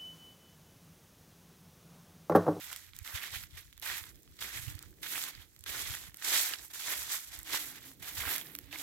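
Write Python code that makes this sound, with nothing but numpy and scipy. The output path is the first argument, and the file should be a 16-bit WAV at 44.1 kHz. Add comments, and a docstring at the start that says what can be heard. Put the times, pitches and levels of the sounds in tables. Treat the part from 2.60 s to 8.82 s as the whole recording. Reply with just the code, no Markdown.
"""Mountainside: someone walks through dry leaves, holding the recorder.
Each step crushes and drags leaves: dense noise-burst crackle under a tread envelope, with louder snaps
and short pitched pops from damped sines. Wind puffs on both microphone ports: lumpy low noise and one-cycle
pulses. A far engine drones as wavering sines over shaped noise of far air and traffic."""
import sys
import numpy as np
from scipy import signal
from scipy.fft import rfft, irfft, next_fast_len
from scipy.io import wavfile
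from scipy.ndimage import map_coordinates

SR = 44100
rng = np.random.default_rng(int(sys.argv[2]) if len(sys.argv) > 2 else 0)


def boost(x):
    """Linear amplitude factor 10**(x/20) for a level x in decibels (scalar or array-like)."""
    u = np.asarray(x, float) / 20
    return 10 ** u


def dump_mix(stems):
    """Bounce the given channels to the path in sys.argv[1] as a 16-bit WAV at rate SR."""
    frames = np.atleast_2d(stems).T  # one column per channel
    limited = np.clip(frames, -1, 1)  # hard clip at full scale
    pcm = np.round(limited * 32767).astype(np.int16)
    wavfile.write(sys.argv[1], SR, pcm)


N = 274302


def unit(x):
    """Scaled to rms 1."""
    return x / np.sqrt(np.mean(x ** 2) + 1e-20)


def along(points, hz):
    """Interpolates (Hz, value) points on a log frequency axis."""
    point_hz, value = np.transpose(points)
    return np.interp(np.log(hz + 1), np.log(point_hz + 1), value)


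def curves(rows):
    """One value per sample for each column after the time."""
    s, *columns = np.transpose(rows)
    return [np.interp(np.arange(N) / SR, s, column) for column in columns]


def wobble(knots_per_s):
    """Smooth random curve."""
    knots = rng.standard_normal(int(N * knots_per_s / SR) + 4)
    return map_coordinates(knots, [np.arange(N) * knots_per_s / SR])


def filtered(x, response):
    """x through a frequency response, a function of Hz."""
    m = next_fast_len(N + SR // 4)
    return irfft(rfft(x, m) * response(np.fft.rfftfreq(m, 1 / SR)), m)[..., :N]


def sides(pan_db):
    """Left and right gains for a left-right difference."""
    return boost(np.array([pan_db / 2, -pan_db / 2]))


# far air spectrum, relative: (frequency [Hz], density [dB per Hz])
AIR_SPECTRUM = [(76, -24), (130, 15.5), (215, 8.5), (309, 12.5), (554, 0), (1860, -28), (3530, -35),
                (5290, -56), (12100, -14), (16000, -7)]


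def valley():
    """Far air and traffic: noise near mono in the bass, unrelated in the treble, swelling slowly."""
    mid, side = rng.standard_normal((2, N))
    side = filtered(side, lambda hz: 1 / np.sqrt(1 + (700 / (hz + 1)) ** 2))
    air = filtered(np.array([mid + side, mid - side]), lambda hz: boost(along(AIR_SPECTRUM, hz)))
    swell_db = np.linspace(-72, -65, N) + 4.9 * wobble(2.71)
    return boost(swell_db) * sides(-2.4)[:, None] * unit(air)


# far engine, one list per note: (time [s], pitch [Hz], level before wavering [dB])
ENGINE_NOTES = [
    [(1.3, 343, -75), (1.65, 366.5, -74.5), (1.95, 393, -109)],
    [(1.8, 284, -81), (2.1, 296.4, -62), (2.3, 298, -76.5), (2.9, 300, -75)],
    [(4.7, 298, -68), (4.95, 315, -62), (5.15, 314, -67)],
    [(5.0, 259, -67), (5.7, 282.3, -73.5), (6.0, 286.6, -66), (6.3, 286, -50)],
]


def drone():
    """Far engine: sines gliding upward, wavering in the air, fading in and out."""
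    out, t = np.zeros(N), np.arange(N) / SR
    for rows in ENGINE_NOTES:
        hz, db = curves(rows)
        fade = np.clip(np.minimum(t - rows[0][0], rows[-1][0] - t) / 0.045, 0, 1)
        level = fade * boost(db + 3.5 * wobble(20))
        phase = 2 * np.pi * np.cumsum(hz + 9 * wobble(30)) / SR
        out += level * np.sin(phase)
    return out * sides(-5.0)[:, None]


# gust peaks: (time [s], buffet level [dB])
GUSTS = [(.1, -62), (.5, -59), (.82, -52.5), (1.35, -58), (2.08, -48.5), (3.27, -51), (5.65, -55.5),
         (6.22, -55.5)]
CALM_DB, GUST_DB_PER_S = -66, 46  # lull level; swell and drop rate


def gusts():
    """Buffet gain: powers of a lull and of gusts that swell and drop add."""
    t = np.arange(N) / SR
    gust_power = sum(boost(db - GUST_DB_PER_S * abs(t - s)) ** 2 for s, db in GUSTS)
    return np.sqrt(boost(CALM_DB) ** 2 + gust_power)


# buffet spectrum, relative: (frequency [Hz], density [dB per Hz])
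BUFFET_SPECTRUM = [(20, -47), (33, -7.5), (54, 3.5), (86, 0.3), (130, -6.5), (200, -15), (400, -37.5)]
# one-cycle puffs: (time [s], envelope peak [dB], frequency [Hz], port [0 left, 1 right])
PUFFS = [(0.421, -37, 81, 1), (0.551, -33, 83, 0), (0.731, -43, 91, 0), (0.769, -37.5, 75, 1),
         (1.422, -42.5, 87, 1), (1.966, -41, 92, 0), (1.995, -36.5, 102, 1), (2.082, -27, 103, 1),
         (2.119, -42, 81, 0), (2.158, -34, 92.5, 1), (3.283, -50, 72, 1), (3.307, -33, 88.5, 0),
         (5.59, -38.5, 100, 0), (5.618, -41.5, 75, 0), (5.675, -35, 74.6, 1)]


def wind():
    """Eddies push each port separately: lumpy rumble plus one-cycle puffs."""
    lumps = boost(5.4 * np.array([wobble(27), wobble(21.93)]))
    rumble = filtered(lumps * rng.standard_normal((2, N)), lambda hz: boost(along(BUFFET_SPECTRUM, hz)))
    buffet = gusts() * sides(-6.5)[:, None] * unit(rumble)
    out = np.pad(buffet, ((0, 0), (SR, SR)))  # 1 s margins
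    t = np.arange(-SR // 20, SR // 20) / SR
    for s, db, hz, port in PUFFS:
        envelope = np.exp(-(t * hz / 0.74) ** 2)
        puff = envelope * np.cos(2 * np.pi * (hz * t + rng.random()))
        start = round((1 + s + t[0]) * SR)
        out[int(port), start:][:len(t)] += boost(db) * puff
    return out[:, SR:SR + N]


# crackle at the ports, relative: (frequency [Hz], density [dB per Hz])
LEAF_SPECTRUM = [(180, -10.5), (300, -4.5), (526, -14.5), (756, -10), (1140, -8.5), (1970, -1.5),
                 (2740, -6.5), (3450, -1.5), (4880, -5.5), (7750, -3.5), (9290, -8), (12300, 0.5),
                 (14000, -1), (15500, -7)]
# port imbalance: (frequency [Hz], left-right difference [dB])
PORT_LEAN = [(60, -3.0), (150, -13), (380, -6.5), (950, -5), (2380, -13), (5980, -5.5), (15000, -11.5)]


def colour(hz):
    """Leaf spectrum; the handheld body colours each port in its own way."""
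    return boost(along(LEAF_SPECTRUM, hz)) * sides(along(PORT_LEAN, hz))


def shares(hz):
    """Soft crossovers between thud, body, crisp top and sheen."""
    below = [1 / (1 + (hz / edge_hz) ** 6) for edge_hz in (900, 5000, 10000)]
    return np.diff([0 * hz, *below, 0 * hz + 1], axis=0)[:, None]


# single snaps of leaf and twig: (time [s], crisp top energy [dB], body energy [dB])
SNAPS = [(0.129, -16, -18.5), (0.162, -15.5, -24), (0.3345, -43, -27.5), (0.365, -22, -34),
         (0.3886, -16, -32), (0.449, -28, -29), (0.4763, -19, -20.5), (0.769, -22, -26),
         (0.837, -27, -23.5), (1.1279, -33, -31), (1.178, -28, -32), (1.1984, -23, -44), (1.2165, -26, -36),
         (1.439, -32, -21), (1.5575, -33, -52), (1.6317, -33, -63), (1.677, -50, -37), (1.791, -38, -28),
         (2.101, -21, -30), (2.1525, -22.5, -44), (2.191, -21.5, -30), (2.2268, -21.5, -32),
         (2.4307, -25, -18.5), (2.6163, -23, -15.5), (2.6269, -15, -24), (2.6387, -15, -14.5),
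         (2.752, -31, -37), (2.9636, -32, -35.5), (2.992, -27.5, -53), (3.0085, -29, -45),
         (3.0393, -21, -30), (3.0622, -45, -21), (3.3511, -16, -20), (3.544, -21.5, -28),
         (3.571, -20.5, -53), (3.6234, -33, -16.5), (3.648, -23, -28), (3.861, -9, -35), (3.9367, -30, -10),
         (4.7403, -23, -32), (4.7902, -15.5, -43), (4.8312, -19, -53), (5.762, -10, -24),
         (5.7813, -9.5, -22), (5.813, -20, -24), (5.952, -13, -20), (5.962, -24, -38), (5.988, -15, -24)]


def snaps():
    """Larger breaks above the crackle: noise bursts with a fast decay and a weaker tail."""
    out, t = np.zeros((2, N + SR)), np.arange(-SR // 200, SR // 20) / SR
    hz = np.fft.rfftfreq(len(t), 1 / SR)
    shape = (t >= 0) * (boost(-60 * abs(t) / 0.0052) + boost(-17 - 60 * abs(t) / 0.024))
    bands = shares(hz)[1], shares(hz)[2:].sum(0)
    for s, crisp_db, body_db in SNAPS:
        shared, *apart = rng.standard_normal((3, len(t)))
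        burst = rfft((shared + .5 * np.array(apart)) * shape) * colour(hz)
        body, crisp = (unit(irfft(burst * band, len(t))) / np.sqrt(len(t)) for band in bands)
        start = round((s + t[0]) * SR)
        out[:, start:][:, :len(t)] += boost(body_db) * body + boost(crisp_db) * crisp
    return out[:, :N]


def pops(s, db, hz, cycles):
    """Damped rings, -60 dB after the given cycles, a little apart in phase at the two ports."""
    t = np.arange(SR // 100) / SR
    at = (np.round(s * SR).astype(int)[:, None] + np.arange(len(t))).ravel()
    turn = rng.random((len(s), 2)) * [1, .3]  # start phase, port offset [cycles]
    attack = 1 - np.exp(-t / 0.00013)
    size = boost(db[:, None] - 60 * t * hz[:, None] / cycles) * attack
    ports = []
    for port in range(2):
        phase = 2 * np.pi * (hz[:, None] * t + turn[:, :1] + port * turn[:, 1:])
        ports.append(np.bincount(at, (size * np.sin(phase)).ravel(), N + SR)[:N])
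    return sides(-9.0)[:, None] * ports


# bursting curled leaves: (time [s], level before damping and pan [dB], pitch [Hz])
LEAF_POPS = [(0.6382, -32, 1780), (1.2994, -27.5, 1830), (1.8246, -24.5, 3360), (1.9734, -31, 2220),
             (2.4423, -37, 1880), (2.7506, -34, 4540), (2.8204, -44, 3220), (3.0647, -37.5, 1550),
             (3.3394, -29, 3240), (3.7594, -24, 1820), (3.936, -27, 3020), (4.2819, -33, 1740),
             (5.8127, -35.5, 3330), (5.8566, -46, 1770), (5.9506, -38, 2730), (6.1282, -31.5, 2680),
             (6.1584, -28.5, 2200)]


def leaf_pops():
    """Curled leaves burst with a short pitched ring."""
    return pops(*np.transpose(LEAF_POPS), cycles=24)


CRUMPLE_PER_S, CRUMPLE_HZ = 300, 2200  # mean rate, median pitch


def crumple():
    """Curled leaves fold and pop at random under the sole; typical size drifts along the path."""
    draw = rng.random((3000, 3))
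    s = np.cumsum(-np.log(draw[:, 0])) / CRUMPLE_PER_S
    s, draw = s[s < N / SR], draw[s < N / SR]
    at = (s * SR).astype(int)
    spread = 0.29 * np.log(draw[:, 1] / (1 - draw[:, 1])) / 2 + 0.13 * wobble(8)[at]
    db = np.minimum(-3.5 * np.log(draw[:, 2]), 12) + 4 * wobble(25)[at]  # clusters
    hz = np.clip(CRUMPLE_HZ * np.exp(spread), 1000, 9000)
    return unit(pops(s, db, hz, cycles=9))


def crackle(per_s, scatter_db, t60_s, tail_db, log_width, drift_db, count):
    """Random fractures of heavy-tailed size: noise bursts pitched by leaf size, scattered by the litter."""
    out, t = np.zeros((2, N)), np.arange(SR // 30) / SR
    decay = boost(-60 * t / t60_s) ** 2 + boost(tail_db - 60 * t / 0.16) ** 2
    for pitch_hz in np.geomspace(500, 14000, count):
        draw = rng.random((2, N))
        size_db = np.minimum(-scatter_db * np.log(draw[1]), 3 * scatter_db)
        power = (draw[0] < per_s / SR) * boost(size_db) ** 2
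        shared, *apart = rng.standard_normal((3, N))
        apartness = np.arctan((pitch_hz / 2600) ** 2.5 + .45)  # short waves take unlike paths to the ports
        noise = np.cos(apartness) * shared + np.sin(apartness) * np.array(apart)
        bursts = np.sqrt(abs(signal.oaconvolve(power, decay)[:N])) * noise
        bursts *= boost(drift_db * wobble(12))  # changing mix of leaf sizes
        out += filtered(bursts, lambda hz: np.exp(-(np.log((hz + 1) / pitch_hz) / log_width) ** 2))
    return out


# Contacts: (time [s], hold [s], crunch before sag [dB], treble crispness against crunch [dB])
# sole lands, sudden
LANDINGS = [(.446, 0.098, -49.5, 2), (.545, 0.035, -40.5, 0), (.973, 0.0073, -47, 1),
            (1.225, 0.17, -44.5, 4.5), (1.258, 0.074, -39, -5), (1.79, 0.018, -51.5, -4),
            (1.81, 0.047, -41.5, 2.5), (2.431, 0.039, -42, 1.5), (3.064, 0.12, -43, 1.5),
            (3.622, 0.018, -59, 9), (3.646, 0.11, -46.5, 13.5), (4.103, 0.016, -54, 2),
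            (4.135, 0.051, -50.5, 7.5), (4.195, 0.1, -43, 5), (4.87, .03, -62, -9),
            (5.398, 0.023, -58.5, 1), (5.425, 0.25, -46.5, 2.5), (5.57, 0.05, -39.5, -1),
            (6.112, 0.013, -52.5, -3), (6.128, 0.03, -44, -4)]
# weight rolls on or foot scuffs, swelling gradually
PUSHES = [(-.05, 0.19, -48, 5), (.63, 0.036, -45, 3), (.75, 0.0035, -40.5, 0.5), (.955, 0.012, -58, 1),
          (1.955, 0.03, -42, 3), (1.875, 0.018, -46, 1), (2.03, 0.075, -49.5, 2.5),
          (2.52, 0.17, -42.5, 3.5), (2.81, 0.019, -57, -1), (3.2, 0.15, -42, 4.5),
          (3.68, 0.063, -35.5, 5.5), (3.76, 0.0047, -33, 5.5), (4.29, .01, -38.5, -7.5),
          (4.325, 0.0068, -36, 5), (4.52, 0.036, -39.5, 7.5), (4.74, 0.009, -47.5, 5),
          (4.93, 0.029, -34.5, 2), (5.24, 0.052, -51.5, 4.5), (5.69, 0.039, -36.5, 0.5),
          (6.045, 0.045, -62.5, -2), (6.2, 0.025, -48, 7)]
# crushed leaves slide and settle, dying away
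SETTLES = [(.17, 0.12, -54.5, 5), (.35, 0.13, -62, 5.5), (.78, 0.053, -52.5, 5), (1.43, 0.065, -57.5, 6.5),
           (2.11, 0.16, -55.5, 0.5), (2.73, 0.074, -57.5, 0), (3.37, 0.11, -50, 5.5), (3.78, .16, -34.5, 8),
           (3.99, 0.065, -51, 7.5), (4.35, 0.25, -41.5, 7.5), (4.59, 0.098, -54, 11.5),
           (4.76, 0.052, -52.5, 4), (4.98, 0.21, -43, 4.5), (5.74, 0.068, -44.5, 0.5),
           (5.85, 0.11, -55.5, -1.5)]
LAND_DB_PER_S, PUSH_DB_PER_S, SLIDE_DB_PER_S = 3200, 251, 700  # rise
LAND_SAG_DB_PER_S, PUSH_SAG_DB_PER_S, SETTLE_SAG_DB_PER_S = 6, 13.5, 56  # loss during hold
LIFT_DB_PER_S = 333  # fall after hold
REST_DB, REST_CRISP_DB = -72.5, 6  # litter between steps


def tread():
    """Crunch and crispness [dB]: each contact rises, sags through its hold and drops as the foot lifts."""
    t = np.arange(0, N, 64) / SR
    body = boost(REST_DB + 0 * t) ** 2
    top = boost(REST_DB + REST_CRISP_DB + 0 * t) ** 2
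    for rows, rise, sag in ((LANDINGS, LAND_DB_PER_S, LAND_SAG_DB_PER_S),
                            (PUSHES, PUSH_DB_PER_S, PUSH_SAG_DB_PER_S),
                            (SETTLES, SLIDE_DB_PER_S, SETTLE_SAG_DB_PER_S)):
        for s, hold_s, db, crisp_db in rows:
            loss_db = rise * np.maximum(s - t, 0) + sag * np.clip(t - s, 0, hold_s)
            loss_db += LIFT_DB_PER_S * np.maximum(t - s - hold_s, 0)
            body += boost(db - loss_db) ** 2
            top += boost(db + crisp_db - loss_db) ** 2
    return [np.interp(np.arange(N) / SR, t, 10 * np.log10(power)) for power in (body, top / body)]


# leaf brittleness along the path: (time [s], sheen gain against crisp top [dB])
BRITTLE = [(0, -3.5), (1, -4), (3.4, -3.5), (3.8, -6.5), (5.2, -1.5), (5.5, -1), (5.9, 8.5), (6.22, -2.5)]
THUD_DB, DEEPENS_DB_PER_S = -23, 1.36  # initial thud against crunch; growth as litter deepens
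CRUMPLE_DB = -8.5  # against crunch


def leaves():
    """Foot crushes a dense mass of leaves; sparser, larger breaks go on as litter settles between steps."""
    crunch_db, crisp_db = tread()
    thud_db = THUD_DB + DEEPENS_DB_PER_S * np.arange(N) / SR
    clumps = boost(1.07 * wobble(45) + 0.72 * wobble(140))
    mass = unit(clumps * crackle(260, 2.8, 0.0056, -10, 0.69, 2.1, count=10))
    breaks_db = -14 - 0.36 * (crunch_db + 45.0)  # relatively stronger when the crunch is weak
    breaks = boost(breaks_db) * unit(crackle(14, 2.5, 0.0073, -22, 0.8, 0.6, count=4))
    thud, body, crisp, sheen = filtered(mass + breaks, lambda hz: colour(hz) * shares(hz))
    top = boost(crisp_db) * unit(crisp + boost(curves(BRITTLE)[0]) * sheen)
    crunch = boost(thud_db) * unit(thud) + unit(body) + top
    return boost(crunch_db) * (crunch + boost(CRUMPLE_DB) * crumple())


# foot position: (time [s], left-right difference [dB], left lead [ms])
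SWAY = [(0, 3.1, 0.01), (2, 3.1, 0.13), (4, 4.2, 0.079), (4.7, 5, 0.11), (6.22, 3.1, 0.064)]


def toward(x):
    """Feet move about under the recorder: level and arrival time differ between ports."""
    pan_db, lead_ms = curves(SWAY)
    shift = lead_ms * SR / 1000
    left = map_coordinates(x[0], [np.arange(N) + shift], order=5, mode="nearest")
    return sides(pan_db) * [left, x[1]]


def scene():
    """All sources at the two ports."""
    steps = toward(leaves() + snaps() + leaf_pops())
    return valley() + drone() + wind() + steps


def roll_off(x):
    """The treble ends steeply here."""
    return signal.sosfilt(signal.butter(12, 17000, fs=SR, output="sos"), x)


TOP_HZ = 15900


def record(dry):
    """The recorder keeps nothing above its band limit."""
    mix = filtered(dry, lambda hz: hz < TOP_HZ)
    return roll_off(mix)


dry = scene()
out = record(dry)
dump_mix(out)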